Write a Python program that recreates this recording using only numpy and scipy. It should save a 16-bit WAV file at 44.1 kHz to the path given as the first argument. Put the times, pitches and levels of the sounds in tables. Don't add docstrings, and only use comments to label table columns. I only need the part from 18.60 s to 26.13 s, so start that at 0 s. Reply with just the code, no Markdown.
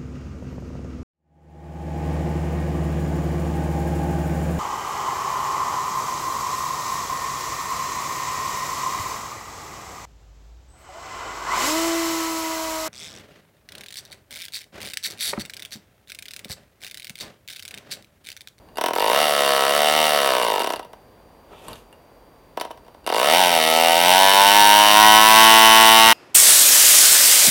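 import sys
import numpy as np
from scipy import signal
from scipy.fft import rfft, irfft, next_fast_len
from scipy.io import wavfile

SR = 44100
rng = np.random.default_rng(int(sys.argv[2]) if len(sys.argv) > 2 else 0)


def attenuation_scalar(level_db):
    decades = np.asarray(level_db, float) / 20
    return 10 ** decades


def digitize_waveform(pressure):
    field = np.atleast_2d(pressure).T
    bounded = np.clip(field, -1, 1)
    quanta = np.round(bounded * 32767).astype(np.int16)
    wavfile.write(sys.argv[1], SR, quanta)


N = 332073


def band(x, low_hz, high_hz):
    return signal.sosfilt(signal.butter(2, [low_hz, high_hz], "band", fs=SR, output="sos"), x)


def noise(low_hz, high_hz):
    x = band(rng.standard_normal(N), low_hz, high_hz)
    return x / x.std()


def clicks(s, db):
    at = np.clip(np.asarray(s) * SR, 0, N)
    first, late = at.astype(int), at % 1
    out = np.zeros(N + 2)
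    np.add.at(out, first, attenuation_scalar(db) * (1 - late))
    np.add.at(out, first + 1, attenuation_scalar(db) * late)
    return out[:N] + 1e-18


def resonate(x, modes):
    out = np.zeros(N)
    for k, (hz, width_hz, db) in enumerate(modes):
        r = np.exp(-np.pi * width_hz / SR)
        w = 2 * np.pi * hz / SR
        ring = signal.lfilter([0, np.sin(w)], [1, -2 * r * np.cos(w), r * r], x)
        out += (-1) ** k * attenuation_scalar(db) * ring
    return out


def puff(x, decay_s):
    return signal.lfilter([1], [1, -np.exp(-1 / (decay_s * SR))], x)


def hush():
    # (frequency [Hz], density [dB per Hz])
    air_shape = [(12, -61), (20, -18), (47, 1.5), (83, -6), (394, -6.5), (478, -4), (1070, -10),
                 (1270, -16.5), (3970, -29), (4830, -32), (5250, -32), (9160, -37.5), (15600, -30)]
    # (frequency [Hz], rms level [dB])
    whine_tones = [(4683, -72), (9324, -77.5)]
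    air_db = -51
    shape_hz, shape_db = np.transpose(air_shape)
    hz = np.maximum(np.fft.rfftfreq(N, 1 / SR), 1)
    gain = attenuation_scalar(np.interp(np.log(hz), np.log(shape_hz), shape_db))
    air = irfft(rfft(rng.standard_normal(N)) * gain, N)
    t = np.arange(N) / SR
    whine = sum(np.sqrt(2) * attenuation_scalar(db) * np.sin(2 * np.pi * f_hz * t) for f_hz, db in whine_tones)
    return attenuation_scalar(air_db) * air / air.std() + whine


def rustle():
    # (peak time [s], fade either side [dB per s],
    # dull [dB], scrape [dB], bright [dB], rumble [dB])
    brushes = [(2.93, 450, -41.5, -61, -68, -66), (2.985, 160, -57, -56, -70, -72),
               (3.05, 203, -52, -61, -59, -68), (3.11, 222, -41, -50, -55, -43),
               (3.18, 250, -63, -64, -60, -67)]
    t = np.arange(N) / SR
    dull, scrape, bright, rumble = sum(attenuation_scalar(np.array(db)[:, None] - fade * np.abs(t - s))
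                                       for s, fade, *db in brushes)
    grain = attenuation_scalar(1.8 * noise(14, 270))
    treble = scrape * band(noise(2100, 4000), 2200, 3700) + bright * noise(3500, 13000)
    return dull * noise(320, 930) + rumble * noise(30, 240) + grain * treble


def running():
    # (time [s], speed [turns per s], strength of the burn [dB])
    runs = [
        [(.3613, 43, -1), (.42, 52.4, -0.5), (.48, 53, 0.5), (.55, 69, 0.5), (.62, 77, -0.5), (.7, 73.3, -2.5),
         (.8, 71, -0.5), (1.02, 68, -0.5), (1.2, 74, -0.5), (1.4, 77.8, 0), (1.5, 75.6, -1), (1.6, 71, -0.5),
         (1.8, 61.8, -1.5), (1.9, 55, -2), (2.0, 44.3, -2)],
        [(4.5, 37.2, -1), (4.56, 55, -0.5), (4.74, 84.5, 2), (4.8, 92.7, -0.5), (4.86, 89, 0), (4.92, 86, -1.5),
         (5.0, 79.3, 0.5), (5.36, 84.3, 0), (5.48, 89.4, 1.5), (5.6, 95.5, 0.5), (5.84, 99.4, -0.5),
         (5.96, 102.3, -0.5), (6.32, 104.6, -1), (6.44, 106.8, 0), (6.56, 107.5, 0), (6.68, 109.7, -1.5),
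         (6.8, 110.75, 0.5), (6.92, 111.3, 0), (7.1, 111, -0.5), (7.28, 111.4, -0.5), (7.52, 113.1, -1)],
    ]
    # (multiple of the speed, peak level [dB])
    prop_tones = [(2, -41.5), (3, -42.5)]
    rows, prop = [], np.zeros(N)
    for run in runs:
        at_s, speed, burn_db = np.transpose(run)
        tail = 441
        n = np.arange(round(at_s[0] * SR), min(round(at_s[-1] * SR) + tail, N))
        rate = np.interp(n / SR, at_s, speed)
        turns = np.cumsum(rate) / SR
        blast_s = np.interp(np.arange(int(turns[-1]) + 1), turns, n / SR)
        blast_speed = np.interp(blast_s, at_s, speed)
        rows.append(np.column_stack([blast_s, blast_speed, np.interp(blast_s, at_s, burn_db)]))
        thrust = (rate / 110) ** 14
        for multiple, db in prop_tones:
            prop[n] += attenuation_scalar(db) * thrust * np.sin(2 * np.pi * multiple * turns)
    return np.vstack(rows), prop


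def slipstream(prop):
    return attenuation_scalar(-25) * np.abs(signal.hilbert(prop)) ** 0.42 * noise(48, 175)


def knocking(s, db, dull_db):
    # (frequency [Hz], width [Hz], level [dB])
    head = [(2830, 83, 9), (3686, 140, 5.5), (4730, 420, 16), (9320, 107, 2.5), (10600, 430, 8),
            (12300, 100, 2)]
    hit = clicks(s, db)
    burst = attenuation_scalar(8) * hit + puff(hit, 0.0005) * rng.standard_normal(N)
    tick = band(burst, 4000, 9000)
    bench = puff(clicks(s, db + dull_db), 0.0037) * noise(300, 1140)
    return tick + attenuation_scalar(-28.5) * resonate(burst, head) + attenuation_scalar(-0.5) * bench


def exhaust(s, lag_s, thump_db, push_db, crack_db, treble_db, surge_db):
    port = [(1423, 146, -3), (2040, 340, -4.5), (2592, 308, 2), (2793, 328, 2.5), (3010, 124, -0.5),
            (3114, 216, -1.5), (3753, 180, -2.5), (4184, 470, -3.5)]
    fins = [(5682, 524, 2.5), (8340, 410, -3), (10220, 480, -2), (11100, 42, -16), (12300, 42, -19),
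            (16130, 74, 5)]
    gas_push = [(1177, 1910, 7.5), (343, 600, -12.5), (961, 92, -11.5)]
    case = [(725, 329, 1), (327, 990, -4), (940, 37, -17)]
    passage = [(962, 570, -2.5)]
    spread_db, colour_db, jitter_s = 0.5, 0.82, 0.000015
    rasp_db, snap_db = -23, -8.5
    surge_loss_db = 2.5
    chance = rng.standard_normal((len(s), 4 + len(port)))
    opens = s + jitter_s * chance[:, 0]
    uneven_db = spread_db * chance[:, 1]
    transfer = s + lag_s + jitter_s * chance[:, 2]

    push = clicks(opens, push_db + uneven_db)
    thump = clicks(transfer, thump_db + spread_db * chance[:, 3])
    surges = sum(clicks(opens + k * lag_s, surge_db + uneven_db - surge_loss_db * (k - 1))
                 for k in range(1, 6))
    treble = clicks(opens, treble_db + uneven_db)
    treble = treble + clicks(transfer, treble_db + snap_db + uneven_db)

    crack = np.zeros(N)
    for k, mode in enumerate(port):
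        strike = clicks(opens, crack_db + uneven_db + colour_db * chance[:, 4 + k])
        crack += (-1) ** k * resonate(strike, [mode])
    rasp = puff(clicks(opens, crack_db + rasp_db), 0.0046) * noise(1350, 4050)
    hiss = attenuation_scalar(-11) * puff(treble, 0.0028) * noise(7500, 15100)
    gurgle = attenuation_scalar(-29) * puff(thump, 0.0036) * noise(216, 2100)
    rush = resonate(push, gas_push) + resonate(thump, case) + resonate(surges, passage)
    return hiss + gurgle + rasp + crack + resonate(treble, fins) - rush


def engine():
    # (time [s], thump [dB], crack [dB])
    strokes = [(0.183, -7.5, -22.5), (0.2119, -7.5, -18.5), (0.2388, -4.5, -17.5), (0.2606, -6, -16.5),
               (.2839, -7, -22), (0.3067, -7.5, -29), (0.3343, -8, -22), (2.0183, -9, -20.5),
               (2.0434, -9, -19.5), (2.0721, -7.5, -22.5), (2.1027, -7.5, -21.5), (2.1355, -8.5, -22.5),
               (2.1634, -18, -39), (2.1942, -14.5, -32), (2.2483, -27, -43), (2.3325, -24, -44),
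               (3.973, -9, -29), (4.0114, -11.5, -21.5), (4.05, -17.5, -35.5), (4.1047, -18.5, -47),
               (4.111, -26, -36), (4.175, -32.5, -48), (4.2647, -36, -53), (4.2812, -29, -49),
               (4.346, -30, -51), (4.4741, -7.5, -20)]
    # (time [s], drive level [dB])
    knocks = [(0.0876, -46), (.1576, -36.5), (.1714, -21.5), (2.0094, -18), (2.0345, -18), (2.0624, -20),
              (2.092, -20), (2.123, -20.5), (2.1602, -25), (2.2295, -37), (3.083, -26.5), (3.107, -44),
              (3.131, -30.5), (3.157, -37.5), (3.3275, -39.5), (3.9993, -22), (4.2494, -48), (4.4439, -45),
              (4.4646, -19)]
    # (level at 80 turns per s [dB], slope [dB per turn per s], share of the burn's dB)
    surge_law = (-12.5, 0.33, 1)
    thump_law, rush_law, crack_law = (-5, -0.0076, 0.9), (-5.5, 0.13, 0.9), (-12, 0.24, 0.9)
    treble_law, ignition_law = (-15.5, 0.24, 0.9), (-16.5, 0.01, 0.9)
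    slow_lag_s = 0.002853
    slow_rush_db, slow_treble_db, slow_surge_db = 5.5, -2.5, -12
    thump_lag_turns, knock_lead_turns, kick_per_s = 0.10936, 0.34, 36.8
    tick_dull_db, ignition_dull_db = -3.5, -11.5
    bass_cut_hz = 215

    rows, prop = running()
    s, per_s, burn_db = rows.T

    def drive(law):
        db, slope, share = law
        return db + slope * (per_s - 80) + share * burn_db

    slow_s, slow_thump_db, slow_db = np.transpose(strokes)
    tick_s, tick_db = np.transpose(knocks)
    lag_s = thump_lag_turns / (per_s ** 4 + kick_per_s ** 4) ** 0.25
    gas = exhaust(np.r_[s, slow_s],
                  np.r_[lag_s, np.full(len(slow_s), slow_lag_s)],
                  np.r_[drive(thump_law), slow_thump_db],
                  np.r_[drive(rush_law), slow_db + slow_rush_db],
                  np.r_[drive(crack_law), slow_db],
                  np.r_[drive(treble_law), slow_db + slow_treble_db],
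                  np.r_[drive(surge_law), slow_db + slow_surge_db])
    knock_db = drive(ignition_law) + 1.06 * rng.standard_normal(len(s))
    metal = knocking(np.r_[s - knock_lead_turns / per_s, tick_s],
                     np.r_[knock_db, tick_db],
                     np.r_[np.full(len(s), ignition_dull_db), np.full(len(tick_s), tick_dull_db)])
    blasts = gas + metal
    for _ in range(2):
        blasts = band(blasts, bass_cut_hz, 0.45 * SR)
    return blasts, prop + slipstream(prop)


def shed(x):
    # (delay [s], level [dB])
    echoes = [(.0079, -18), (.0121, -18)]
    wall_s, wall_db, wall_dull_hz, thin_hz = 0.00462, -2.5, 5330, 1650
    t60_s, tail_db, tail_cut_hz = 0.24, -6.5, 4500
    size = next_fast_len(N + SR)
    w = 2 * np.pi * np.fft.rfftfreq(size, 1 / SR)
    thin = 1j * w / (2 * np.pi * thin_hz)
    wall = attenuation_scalar(wall_db) * np.exp(-1j * w * wall_s) * thin / (1 + thin)
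    response = 1 + wall / (1 + 1j * w / (2 * np.pi * wall_dull_hz)) ** 2
    response += sum(attenuation_scalar(db) * np.exp(-1j * w * delay_s) for delay_s, db in echoes)
    t = np.arange(SR // 2) / SR
    tail = rng.standard_normal(len(t)) * attenuation_scalar(-60 * t / t60_s) * (t > wall_s)
    tail *= attenuation_scalar(tail_db) / np.sqrt(np.sum(tail ** 2))
    response += rfft(tail, size) / (1 + 1j * w / (2 * np.pi * tail_cut_hz))
    return irfft(rfft(x, size) * response, size)[:N]


def scene():
    blasts, prop_air = engine()
    return (shed(blasts + rustle()) + prop_air + hush())[None]


def band_limit(x):
    return signal.sosfilt(signal.butter(12, 15700, fs=SR, output="sos"), x)


def record(dry):
    return band_limit(np.clip(dry, -1, 1))


dry = scene()
out = record(dry)
digitize_waveform(out)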